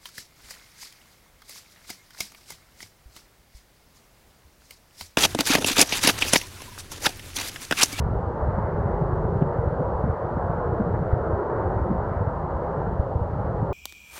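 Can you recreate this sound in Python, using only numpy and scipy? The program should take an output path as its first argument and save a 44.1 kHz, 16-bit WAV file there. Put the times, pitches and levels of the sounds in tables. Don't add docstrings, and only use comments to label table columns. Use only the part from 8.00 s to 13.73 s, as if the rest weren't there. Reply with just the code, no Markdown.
import sys
import numpy as np
from scipy import signal
from scipy.fft import rfft, irfft
from scipy.io import wavfile
from scipy.ndimage import uniform_filter1d

SR = 44100
rng = np.random.default_rng(int(sys.argv[2]) if len(sys.argv) > 2 else 0)


def output_pcm(signal):
    pcm = np.clip(np.atleast_2d(signal).T, -1, 1) * 32767
    wavfile.write(sys.argv[1], SR, np.round(pcm).astype(np.int16))


N = 252693
T = np.arange(N) / SR


def undb(db):
    return 10 ** (np.asarray(db) / 20)


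def unit(x):
    return x / np.sqrt(np.mean(x ** 2))


def noise():
    return rng.standard_normal(N)


def curves(table):
    start_s, *columns = np.transpose(table)
    return [np.interp(T, start_s, column) for column in columns]


def colour(x, points):
    pitch_hz, level_db = np.transpose(points)
    bins_hz = np.maximum(np.arange(N // 2 + 1) * SR / N, 1)
    gain_db = np.interp(np.log(bins_hz), np.log(pitch_hz), level_db)
    return irfft(rfft(x) * undb(gain_db), N)


def bands(x, centres_hz):
    spectrum = rfft(x)
    bins_hz = np.arange(len(spectrum)) * SR / N
    shares = np.eye(len(centres_hz))
    return [irfft(spectrum * np.interp(bins_hz, centres_hz, share), N) for share in shares]


def walk(rate):
    size = int(SR / rate)
    steps = np.repeat(rng.standard_normal(N // size + 2), size)
    return unit(uniform_filter1d(steps, size)[:N])


def bent_paths(x, count=5, late_ms=8, wander_ms=.8, share=0.12):
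    sample = np.arange(N)
    out = x
    for delay_ms in late_ms * rng.uniform(.5, 1.5, count):
        lag = (delay_ms + wander_ms * walk(rate=3)) * SR / 1000
        late = np.interp(sample - lag, sample, x, period=N)
        out = out + share * walk(rate=2.974) * late
    return out


# start_s [s], swell_db [dB], extra upper_edge_db [dB]
PATH_SWELL = [(0, -4, 4), (.17, -1.1, -2.5), (.45, 0.5, 0), (.6, -0.5, 3), (.9, -0.65, 1.5),
              (1.15, 0.6, -1), (1.8, 0.5, -1), (2.25, -1, 3), (2.7, 0.9, 1.8), (3.15, 0.1, 1.5),
              (3.55, 2, 0.5), (4.0, 0.25, 1.5), (4.13, 0.1, 1.5), (4.35, -1, 0), (4.6, 0, -1.5),
              (4.85, -1.6, 2), (5.15, -1, -9), (5.35, -2, -2), (5.55, 0.8, -4), (5.7, -0.5, -5.5)]
# pitch_hz [Hz], relative level_db [dB per Hz]
ROAR_COLOUR = [(120, -14.5), (220, -8.5), (280, -8), (370, -1.27), (540, 0.57), (690, -4), (800, -3.5),
               (930, -4), (1100, -9.5), (1350, -12), (1650, -20), (1950, -27.2), (2400, -44.5), (3200, -79)]
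# start_s [s], centre pitch_hz [Hz], lift_db [dB]
GROUND_REFLECTION = [(0, 368, 1), (.5, 390, -3), (.8, 415, 3), (1.25, 350, 4.5), (1.5, 470, 5.5),
                     (1.9, 530, 3), (2.4, 590, 2.5), (2.6, 465, -2), (2.75, 317, 4.5), (2.95, 346, 2.5),
                     (3.2, 412, 5.5), (3.6, 353, 6), (3.9, 320, 3.5), (4.15, 350, -3), (4.5, 435, -3.5),
                     (4.65, 420, 0), (4.82, 460, 4), (4.98, 402, -1.5), (5.35, 348, -3), (5.6, 550, 1.5),
                     (5.7, 570, 1.5)]
# start_s [s], level_db [dB]
MIDDLE_LIFT = [(0, -1), (.42, 1), (.95, 0.4), (1.5, -1.9), (2.0, 1.4), (2.5, 1.3), (2.95, -0.4), (3.5, 0.5),
               (3.75, -0.5), (4.05, -0.5), (4.35, 1), (4.55, 2), (4.8, 1), (5.7, -1.5)]
# start_s [s], level_db [dB]
RIM_LIFT = [(0, 0), (.6, -0.5), (.87, 4), (1.12, -1.3), (1.72, 0.5), (1.92, -3.5), (2.08, 0), (2.3, -2),
            (2.85, -4), (3.1, 0), (3.2, 2), (3.3, -6), (3.55, 1.5), (3.72, -1), (3.8, 4), (3.85, -1.5),
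            (4.03, -3.5), (4.09, -3), (4.135, 5.5), (4.19, -1), (4.38, -2), (4.47, 0), (4.56, -.5),
            (4.64, 2.5), (4.75, -3), (5.15, 4), (5.7, 3)]
ROAR_DB = -29.5


def roar(ground_octaves=0.27, middle_hz=850, middle_octaves=0.62, edge_hz=1400, edge_db=-1,
         rim_hz=1850, flutter_db=0.59, patchy_db=1.0):
    path_db, upper_db = curves(PATH_SWELL)
    swell_db = path_db - path_db.mean()
    ground_hz, ground_db = curves(GROUND_REFLECTION)
    middle_db, = curves(MIDDLE_LIFT)
    rim_db, = curves(RIM_LIFT)
    jet = unit(colour(bent_paths(noise()), ROAR_COLOUR))
    centres_hz = 200 * 2 ** (np.arange(19) / 5)
    flutter = flutter_db * np.tanh(walk(rate=30))
    out = 0
    for hz, band in zip(centres_hz, bands(jet, centres_hz)):
        ground = ground_db * np.exp(-(np.log2(hz / ground_hz) / ground_octaves) ** 2)
        middle = middle_db * np.exp(-(np.log2(hz / middle_hz) / middle_octaves) ** 2)
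        edge = (edge_db + upper_db) / (1 + (edge_hz / hz) ** 8)
        rim = rim_db / (1 + (rim_hz / hz) ** 12)
        shimmer = (flutter + patchy_db * walk(rate=12)) * (hz / middle_hz) ** .25
        out = out + band * undb(swell_db + ground + middle + edge + rim + shimmer)
    return out * undb(ROAR_DB)


# start_s [s], level_db [dB]
RUMBLE_STRENGTH = [(0, -29), (.35, -34), (.7, -32.5), (1.1, -31), (1.8, -31), (2.25, -33), (2.5, -30.5),
                   (2.65, -35), (3.05, -30.5), (3.45, -37.5), (3.85, -32), (4.05, -35), (4.2, -32.5),
                   (4.4, -33.5), (4.8, -31), (5.7, -32.5)]
# pitch_hz [Hz], relative level_db [dB per Hz]
RUMBLE_COLOUR = [(12, -24.5), (25, -16), (40, -2), (53, 3.5), (70, 4), (95, 4.5), (130, 1.5), (180, -1),
                 (240, -12), (330, -28.5), (700, -78)]


def rumble(per_second=350, scatter_db=1.4, smooth_share=0.79, surge_db=1.86, trim_db=2.95):
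    level_db, = curves(RUMBLE_STRENGTH)
    arrivals = rng.random(N) < per_second / SR
    push_or_pull = rng.choice([-1, 1], N)
    eddies = arrivals * push_or_pull * undb(scatter_db * noise())
    pressure = unit(eddies) + smooth_share * noise()
    surges_db = surge_db * walk(rate=9)
    return unit(colour(pressure, RUMBLE_COLOUR)) * undb(level_db + trim_db + surges_db)


# middle of the buffet [s], peak level_db [dB], swing pitch_hz [Hz], half_length_s [s]
WIND_BUFFETS = [(.010, -18.5, 92, 0.021), (.044, -20, 70, 0.0099), (.125, -19, 100, 0.016),
                (.171, -17.5, 62, 0.018), (.281, -19.5, 99, 0.011), (.428, -19, 65, 0.014),
                (.472, -15, 65, 0.02), (.490, -18, 114, 0.014), (.550, -23, 89, 0.013),
                (.586, -14.5, 140, 0.0061), (.651, -21, 104, 0.018), (.775, -22.5, 87, 0.031),
                (.87, -17.5, 110, .015), (.921, -19.5, 83, .008), (1.022, -11, 130, .008),
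                (1.054, -17, 104, .007), (1.135, -13.5, 100, .0075), (1.180, -21, 88, 0.011),
                (1.252, -12, 131, 0.0032), (1.309, -27, 115, 0.009), (1.365, -15.5, 131, 0.012),
                (1.424, -8, 147, 0.0079), (1.468, -22, 136, 0.012), (1.595, -12, 92, 0.0055),
                (1.676, -12.5, 84, 0.0083), (1.727, -20, 123, 0.0075), (1.807, -18.5, 141, 0.015),
                (1.959, -18.5, 77, 0.011), (2.041, -13, 154, 0.0049), (2.075, -23, 200, 0.017),
                (2.101, -13.5, 80, 0.0073), (2.134, -20, 80, 0.0056), (2.374, -21, 145, .018),
                (2.452, -18.5, 86, .01), (2.501, -15, 119, 0.0042), (2.695, -19.5, 95, 0.0074),
                (2.731, -14.5, 100, .0075), (2.806, -16, 205, 0.0093), (2.880, -24, 156, 0.023),
                (2.944, -19.5, 106, 0.013), (3.020, -19.5, 149, .009), (3.060, -21, 101, 0.0053),
                (3.134, -8, 84, .0075), (3.164, -20, 120, 0.014), (3.339, -14, 84, 0.009),
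                (3.596, -23, 102, 0.022), (3.662, -18, 92, .014), (3.769, -16, 100, 0.0087),
                (3.824, -15, 77, 0.015), (3.914, -18, 190, 0.02), (3.955, -24, 185, 0.012),
                (3.991, -18, 87, 0.0077), (4.118, -19.5, 105, 0.0059), (4.175, -17.5, 81, 0.0062),
                (4.213, -16.5, 100, 0.015), (4.278, -13, 101, 0.0074), (4.555, -18.5, 77, 0.016),
                (4.779, -22.5, 143, 0.013), (4.956, -20.5, 86, 0.0058), (5.001, -9, 84, 0.006),
                (5.068, -22.5, 99, 0.012), (5.163, -12, 83, 0.008), (5.215, -18, 100, 0.013),
                (5.336, -17.5, 103, 0.0074), (5.510, -22.5, 115, 0.019), (5.607, -19, 105, .01),
                (5.631, -11.5, 130, 0.0038)]
# pitch_hz [Hz], relative level_db [dB per Hz]
BURBLE_COLOUR = [(90, -9), (170, 0), (240, -1), (330, -7.5), (600, -28), (1500, -70), (4000, -120)]
# pitch_hz [Hz], relative level_db [dB per Hz]
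RASP_COLOUR = [(100, -6), (250, 0), (400, -3), (600, -10), (1500, -29), (2200, -35.5), (3100, -38),
               (3500, -45), (4000, -64), (6000, -95)]
BURBLE_DB, RASP_DB = -24.5, -23
FAST_HZ = 138


def buffets(trim_db=-1.25, steepness=0.18, hard_db=-8.0):
    swings, burble, rasp = np.zeros((3, N))
    stagger = .3 * walk(rate=140)
    phases = rng.uniform(0, 2 * np.pi, len(WIND_BUFFETS))
    for (middle_s, db, hz, half_s), phase in zip(WIND_BUFFETS, phases):
        near = np.abs(T - middle_s) < .08
        age = T[near] - middle_s
        swell = np.exp(-(age / half_s) ** 2)
        turn = 2 * np.pi * hz * age + phase + hz * half_s * stagger[near]
        punch = steepness * hz / FAST_HZ * swell ** 2 * np.sin(2 * turn)
        swings[near] += undb(db + trim_db) * (swell * np.cos(turn) + punch)
        speed = undb(db - hard_db) * hz / FAST_HZ
        burble[near] += speed * hz / FAST_HZ * swell
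        rasp[near] += min(speed, 1) ** 8 * swell * np.cos(turn) ** 2
    rasp = undb(RASP_DB) * rasp * unit(colour(noise(), RASP_COLOUR))
    burble = undb(BURBLE_DB) * burble * unit(colour(noise(), BURBLE_COLOUR))
    return swings + burble + rasp


# pitch_hz [Hz], relative level_db [dB per Hz]
HISS_COLOUR = [(500, 0), (2400, -1), (2950, .3), (3600, -5.9), (4450, -5), (5000, -9.5), (5500, -12),
               (6500, -13.5), (7000, -15.5), (7400, -13), (7800, -17), (10000, -21.7), (15000, -23.8)]
HISS_DB = -66.2


def hiss():
    return unit(colour(noise(), HISS_COLOUR)) * undb(HISS_DB)


def scene():
    return (roar() + rumble() + buffets() + hiss())[None]


def record(dry, fade_s=.004, top_hz=15250):
    fade = np.minimum(T / fade_s, 1)
    top_cut = signal.ellip(8, .2, 70, top_hz, fs=SR, output="sos")
    return signal.sosfilt(top_cut, dry * fade)


dry = scene()
out = record(dry)
output_pcm(out)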